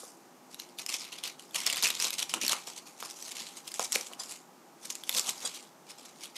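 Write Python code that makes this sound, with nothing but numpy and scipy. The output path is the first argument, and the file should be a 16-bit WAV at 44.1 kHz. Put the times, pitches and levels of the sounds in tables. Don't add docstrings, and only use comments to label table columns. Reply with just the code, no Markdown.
import sys
import numpy as np
from scipy import signal
from scipy.fft import rfft, irfft, next_fast_len
from scipy.io import wavfile
from scipy.ndimage import uniform_filter1d

SR = 44100
rng = np.random.default_rng(int(sys.argv[2]) if len(sys.argv) > 2 else 0)


def persist_wave(psi):
    counts = np.round(np.clip(psi, -1, 1) * 32767).astype(np.int16)
    wavfile.write(sys.argv[1], SR, np.atleast_2d(counts).T)


N = 280917

# pitch_hz, width_hz, level_db (relative)
BOARD_MODES = [(270, 110, -4), (510, 150, -3), (750, 200, -3), (980, 200, -4), (1170, 320, -2)]
# start_s, level_db (before the bass cut), near_hz (mode nearest the blow)
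BOARD_KNOCKS = [(0.034, -35, 600), (1.8305, -27, 1180), (1.9036, -32, 1170), (2.3387, -23, 1120),
                (2.5318, -20, 1180), (2.6768, -34, 760), (3.0263, -26, 1230), (3.7954, -18.5, 780),
                (3.9583, -21.5, 510), (5.0934, -32, 1240)]


def amp(db):
    return 10 ** (np.asarray(db) / 20)


def unit(x):
    return x / np.sqrt(np.mean(x ** 2) + 1e-20)


def along(points, hz):
    f, v = np.transpose(points)
    return np.interp(np.log(hz + 1), np.log(f + 1), v)


def filtered(x, response):
    m = next_fast_len(N + SR // 2)
    spectrum = rfft(x, m) * response(np.fft.rfftfreq(m, 1 / SR))
    return irfft(spectrum, m)[..., :N]


def modes(table):
    def response(f):
        total = 0
        for k, (center, width, db) in enumerate(table):
            resonance = 1j * f * width / (center * center - f * f + 1j * f * width)
            total = total + (-1) ** k * amp(db) * resonance
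        return total
    return response


def swell(s, db, rise_ms, fall_ms):
    rise, fall = max(rise_ms, 2) / 1000, max(fall_ms, 4) / 1000
    first = max(round((s - 5 * rise) * SR), 0)
    last = min(round((s + 5 * fall) * SR), N)
    span = slice(first, last)
    t = np.arange(first, last) / SR - s
    drop_db = 10 * np.where(t < 0, -t / rise, t / fall)
    return span, amp(db - drop_db) ** 2


def nearness(near_hz):
    octaves = np.abs(np.log2(np.array(BOARD_MODES)[:, 0] / near_hz))
    return amp(-14 * octaves)


def hum():
    # (relative, per Hz)
    hum_colour = [(25, -6), (110, -19), (155, -3.5), (350, -3.5), (520, -6.5), (850, -4), (1250, -8.5),
                  (1700, -15), (3800, -21), (6300, -18), (11600, -25.5), (15500, -22.5)]
    # pitch_hz, width_hz, level_db
    drones = [(251.5, 8.5, -69.5), (347.6, 24, -67.5), (811, 6.3, -69)]
    noise = filtered(rng.standard_normal(N), lambda hz: amp(along(hum_colour, hz)))
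    sound = amp(-57) * unit(noise)
    for hz, width, db in drones:
        tone = filtered(rng.standard_normal(N), modes([(hz, width, 0)]))
        sound = sound + amp(db) * unit(tone)
    return sound


def kitchen(x):
    # pitch_hz, fade_s
    echo_fades = [(200, 0.32), (2000, 0.3), (10000, 0.2)]
    hz, t, z = signal.stft(rng.standard_normal(SR // 2), SR, nperseg=256)
    fade = amp(-60 * t / along(echo_fades, hz)[:, None])
    tail = signal.istft(z * fade, SR, nperseg=256)[1]
    late = np.pad(x, (200, 0))
    return signal.fftconvolve(late, tail / np.linalg.norm(tail))[:N]


def blade():
    # start_s, level_db (relative), place (0 near the tip, 1 near the heel)
    touches = [(4.2, -29, 0), (5.454, -24.5, 0.98)]
    # pitch_hz, tip_db, heel_db (relative, struck there), fade_s (to fall 60 dB)
    blade_modes = [(3365, -13, -1.5, 0.092), (3940, -15, -8, 0.11), (4766, -24, 1.5, 0.065),
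                   (4900, 1, -24, 0.1), (6100, -3, -13, 0.053), (6650, -20, -5, 0.078),
                   (7180, -2, -2, 0.079), (7650, -6, -2, .05), (8460, -19, 4, 0.06), (9800, -6, -10, 0.046),
                   (11200, -14, -13, 0.062)]
    steel, t = np.zeros(N + SR), np.arange(SR // 4) / SR
    onset = 1 - np.exp(-(t / 0.0046) ** 2)
    for s, db, place in touches:
        ring = np.zeros(len(t))
        for hz, tip_db, heel_db, fade_s in blade_modes:
            level_db = tip_db + place * (heel_db - tip_db) + rng.normal(0, 1.5)
            ring += amp(level_db - 60 * t / fade_s) * np.sin(2 * np.pi * (hz * t + rng.random()))
        start = round((s - 0.006) * SR)
        steel[start:][:len(t)] += amp(db - 3) * ring * onset
    return steel[:N]


def knocks():
    wood, t = np.zeros(N + SR), np.arange(SR // 10) / SR
    onset = 1 - np.exp(-t / 0.00067)
    for s, db, near_hz in BOARD_KNOCKS:
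        ring = np.zeros(len(t))
        for gain, (hz, width, level_db) in zip(nearness(near_hz), BOARD_MODES):
            fade = np.exp(-np.pi * width * t)
            ring += gain * amp(level_db) * fade * np.sin(2 * np.pi * hz * t)
        ring = ring * onset
        wood[round(s * SR):][:len(t)] += amp(db) * ring / np.abs(ring).max()
    bass_cut = signal.butter(2, 297, "highpass", fs=SR, output="sos")
    return signal.sosfilt(bass_cut, wood[:N])


def tearing():
    # peak_s, level_db, fall_ms (per 10 dB)
    rips = [(0.005, -42.5, 73), (0.595, -47, 67.5), (0.794, -35, 27), (0.894, -35, 27), (1.124, -40.5, 36),
            (1.185, -48.5, 64), (1.241, -33.5, 30), (1.271, -37, 29.5), (1.395, -52.5, 139),
            (1.55, -31, 80.5), (1.667, -26.5, 25.5), (1.701, -30, 24), (1.73, -28.5, 16.5),
            (1.767, -30.5, 39), (1.836, -23.5, 47), (1.906, -34, 9), (1.953, -36, 18.5), (2.004, -29, 17.5),
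            (2.133, -30, 17.5), (2.187, -30.5, 41), (2.228, -29, 6), (2.298, -38, 50.5), (2.342, -31, 27),
            (2.418, -32, 110), (2.675, -40, 47), (2.873, -46.5, 36.5), (3.005, -37.5, 6),
            (3.095, -45, 30.5), (3.316, -35.5, 12.5), (3.354, -40, 125.5), (3.746, -41, 47.5),
            (3.8, -35.5, 51), (4.069, -39.5, 9.5), (4.199, -40, 63.5), (4.906, -38, 18.5),
            (4.95, -47.5, 70.5), (5.096, -36, 17.5), (5.985, -46.5, 15.5), (6.36, -43, 45)]
    # peak_s, level_db, rise_ms (per 10 dB)
    cuts = [(0.947, -35.5, 37), (2.067, -27.5, 56.5), (2.524, -29.5, 36.5), (3.057, -37.5, 27),
            (3.192, -49.5, 200.5), (3.291, -42, 101.5), (3.846, -36, 16.5), (3.95, -27.5, 21),
            (4.134, -50.5, 48), (5.188, -28, 50.5), (5.294, -32, 59.5)]
    # peak_s, level_db, slope_ms (per 10 dB)
    rubs = [(0.535, -48, 20), (1.026, -40.5, 58.5), (2.779, -40.5, 23.5), (3.44, -43.5, 59),
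            (3.578, -40.5, 19.5), (3.677, -40.5, 15), (3.716, -41.5, 10), (4.011, -38.5, 40.5),
            (4.309, -40, 49), (4.859, -39.5, 24), (5.369, -44, 35.5), (5.461, -37.5, 53.5),
            (5.56, -42.5, 55), (5.906, -42, 18.5), (6.06, -52, 79.5), (6.242, -43, 39)]
    rip_rise_ms, cut_fall_ms = 7, 22
    shapes = [(s, db, rip_rise_ms, ms) for s, db, ms in rips]
    shapes += [(s, db, ms, cut_fall_ms) for s, db, ms in cuts]
    shapes += [(s, db, ms, ms) for s, db, ms in rubs]
    power = np.zeros(N)
    for shape in shapes:
        span, tear = swell(*shape)
        power[span] += tear
    return power


def veins():
    count = 60
    over_tearing_db, scatter_db = 5.5, 3.5
    middle_hz, spread_octaves = 5300, 0.394
    power, draw = tearing(), rng.random(count)
    spread = rng.standard_normal((count, 2))
    chance = np.cumsum(np.sqrt(power))
    at = np.searchsorted(chance, draw * chance[-1])
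    db = 10 * np.log10(power[at]) + over_tearing_db + scatter_db * spread[:, 0]
    hz = middle_hz * 2 ** (spread_octaves * np.clip(spread[:, 1], -2, 2))
    return list(zip(at / SR, db, hz))


def snaps():
    # start_s, level_db (relative), pitch_hz
    ribs = [(0.5446, -33.5, 3800), (0.599, -27, 4070), (0.69, -43, 3300), (0.787, -27, 3600),
            (0.8632, -22, 5200), (0.8918, -28, 5100), (1.186, -33, 3480), (1.2375, -23.5, 3100),
            (1.276, -28, 4500),(1.3956, -35, 3000), (1.5096, -43, 3570), (1.5462, -23, 3100),
            (1.562, -21.5, 2980), (1.603, -23, 3040), (1.6639, -19.5, 6660), (1.6998, -17, 2800),
            (1.7272, -17.5, 7480), (1.7593, -25, 4030), (1.77, -17.5, 3060), (1.8252, -17, 3820),
            (1.8296, -15, 6370), (1.8483, -14, 2800), (1.8559, -16.5, 2300), (1.8691, -17, 2500),
            (1.876, -16.5, 5330), (1.9033, -15.5, 3840), (1.951, -22, 7000), (2.0004, -16.5, 5000),
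            (2.024, -15.5, 5840), (2.044, -14, 6750), (2.052, -21, 3800), (2.1053, -18.5, 3870),
            (2.1297, -35, 7700), (2.228, -18, 5860), (2.295, -25.5, 5330), (2.3392, -13, 2990),
            (2.414, -20.5, 5940), (2.4334, -23, 5860), (2.4491, -20, 5600), (2.4652, -18.5, 5750),
            (2.4805, -14.5, 4500), (2.4948, -16, 3300), (2.5213, -16, 6720), (2.5312, -17.5, 2880),
            (3.0266, -28.5, 3580), (3.225, -29.5, 5900), (3.718, -30.5, 4870), (3.741, -25.5, 7530),
            (3.795, -16.5, 6670), (3.805, -24, 5460), (3.8272, -22, 5960), (3.846, -25.5, 9240),
            (3.9216, -17, 7650), (3.9278, -17, 5680), (3.9488, -22, 6000), (3.958, -15, 2320),
            (4.0107, -23, 5800), (4.1342, -31.5, 2960), (4.9024, -22, 6400), (4.9532, -25.5, 7390),
            (5.0365, -30, 3370), (5.0936, -14, 3620), (5.1268, -25, 3540), (5.1483, -20.5, 3500),
            (5.1688, -24, 3900), (5.177, -20, 7650), (5.184, -15.5, 3700), (5.1952, -14.5, 7400),
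            (5.2925, -16.5, 7580), (5.2966, -20, 3900), (5.381, -34.5, 4830), (5.3938, -40, 4800),
            (5.405, -36, 4760), (5.5722, -38, 4800), (6.243, -33, 2970), (6.2562, -34, 3330)]
    cracks, t = np.zeros(N + SR), np.arange(SR // 20) / SR
    band = signal.butter(2, [1800, 11000], "bandpass", fs=SR)
    envelope = amp(-60 * t / 0.0086) * (1 - np.exp(-t / 0.0001))
    for s, db, hz in ribs + veins():
        noise = unit(signal.lfilter(*band, rng.standard_normal(len(t))))
        partner_hz = hz * 3.2 * rng.normal(1, 0.04)
        pocket = np.sin(2 * np.pi * hz * t) + 0.5 * np.sin(2 * np.pi * partner_hz * t)
        crack = (pocket + 0.55 * noise) * envelope
        fibres = amp(-37.5 - 60 * t / 0.12) * noise
        crack = crack / np.abs(crack).max() + fibres
        cracks[round(s * SR):][:len(t)] += amp(db + 2.5) * crack
    return cracks[:N]


def crackle(density, spread_db, life, bed_db):
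    size_db = np.minimum(spread_db * rng.exponential(size=N), 12)
    breaks = (rng.random(N) < density / SR) * amp(size_db)
    fade = amp(-60 * np.arange(SR // 20) / SR / life)
    bursts = unit(signal.fftconvolve(breaks, fade)[:N])
    return (bursts + amp(bed_db)) * rng.standard_normal(N)


def patchy(x, depth_db):
    z = signal.stft(x, nperseg=256)[2]
    field = uniform_filter1d(rng.standard_normal(z.shape), size=4, axis=0)
    field = uniform_filter1d(field, size=12, axis=1)
    return signal.istft(z * amp(depth_db * unit(field)), nperseg=256)[1][:N]


def leaves():
    # (relative, per Hz)
    leaf_colour = [(880, -15), (1500, -14), (1750, -10.5), (2150, -3), (2340, -2), (3770, -2), (6790, -0.5),
                   (12900, -12.5), (14500, -31)]
    # time_s, share_db (before the limits below)
    brightness = [(0, 2), (.3, 4), (.55, -3), (1, -2), (1.2, -6), (1.5, -0.5), (1.7, -5.5), (2.1, -3.5),
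                  (2.6, -3), (3.2, -0.5), (3.45, -3.5), (3.6, -1.37), (5.3, -1), (5.45, -2.5), (6.37, -3)]
    # peak_s, level_db (relative), near_hz (mode nearest the place)
    drags = [(2.05, -48, 1000), (2.36, -39, 270), (2.44, -40, 270), (2.51, -41, 990), (3.975, -43, 520),
             (4.119, -49, 750), (4.198, -47, 830), (5.16, -41, 448), (5.28, -42, 1070), (5.45, -44, 810)]
    drag_rise_ms, drag_fall_ms = 17, 32
    rattle_db, rattle_fall_ms = -19.5, 37
    cut_hz = 1480

    power = tearing()
    share_db = np.interp(np.arange(N) / SR, *np.transpose(brightness))
    treble = power * np.clip(amp(share_db) ** 2, 0.05, 0.95)

    rubs = [(s, db, drag_rise_ms, drag_fall_ms, hz) for s, db, hz in drags]
    rubs += [(s, db + rattle_db, 0, rattle_fall_ms, hz) for s, db, hz in BOARD_KNOCKS]
    drag = np.zeros((len(BOARD_MODES), N))
    for s, db, rise_ms, fall_ms, near_hz in rubs:
        span, rub = swell(s, db, rise_ms, fall_ms)
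        drag[:, span] += rub * nearness(near_hz)[:, None] ** 2

    cells = crackle(density=300, spread_db=1.5, life=0.013, bed_db=-1.0)
    grit = crackle(density=260, spread_db=-1.0, life=0.015, bed_db=2.5)

    sound = patchy(filtered(cells, lambda hz: amp(along(leaf_colour, hz))), depth_db=2.5)
    low = filtered(sound, lambda hz: 1 / (1 + (hz / 5000) ** 6))
    air = np.sqrt(treble) * unit(sound - low) + np.sqrt(power - treble) * unit(low)

    wood = []
    for hz, width, db in BOARD_MODES:
        wood.append(amp(db) * unit(filtered(grit, modes([(hz, width, 0)]))))
    wood = filtered(np.array(wood), lambda hz: 1 / (1 + (140 / (hz + 1)) ** 4 + (hz / 1800) ** 4))
    cut_gain = amp(-15.5) * nearness(cut_hz)[:, None] ** 0.5
    drive = np.sqrt(drag + cut_gain ** 2 * power)
    return amp(-2.0) * air + np.sum(drive * wood, axis=0)


def scene():
    near = leaves() + snaps() + knocks() + blade()
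    return (near + amp(-13.5) * kitchen(near) + hum())[None]


def record(dry):
    bass_cut = signal.butter(4, 125, "highpass", fs=SR, output="sos")
    thin = signal.sosfilt(bass_cut, dry)
    return filtered(thin, lambda hz: (hz < 15700) / (1 + (hz / 14800) ** 30))


dry = scene()
out = record(dry)
persist_wave(out)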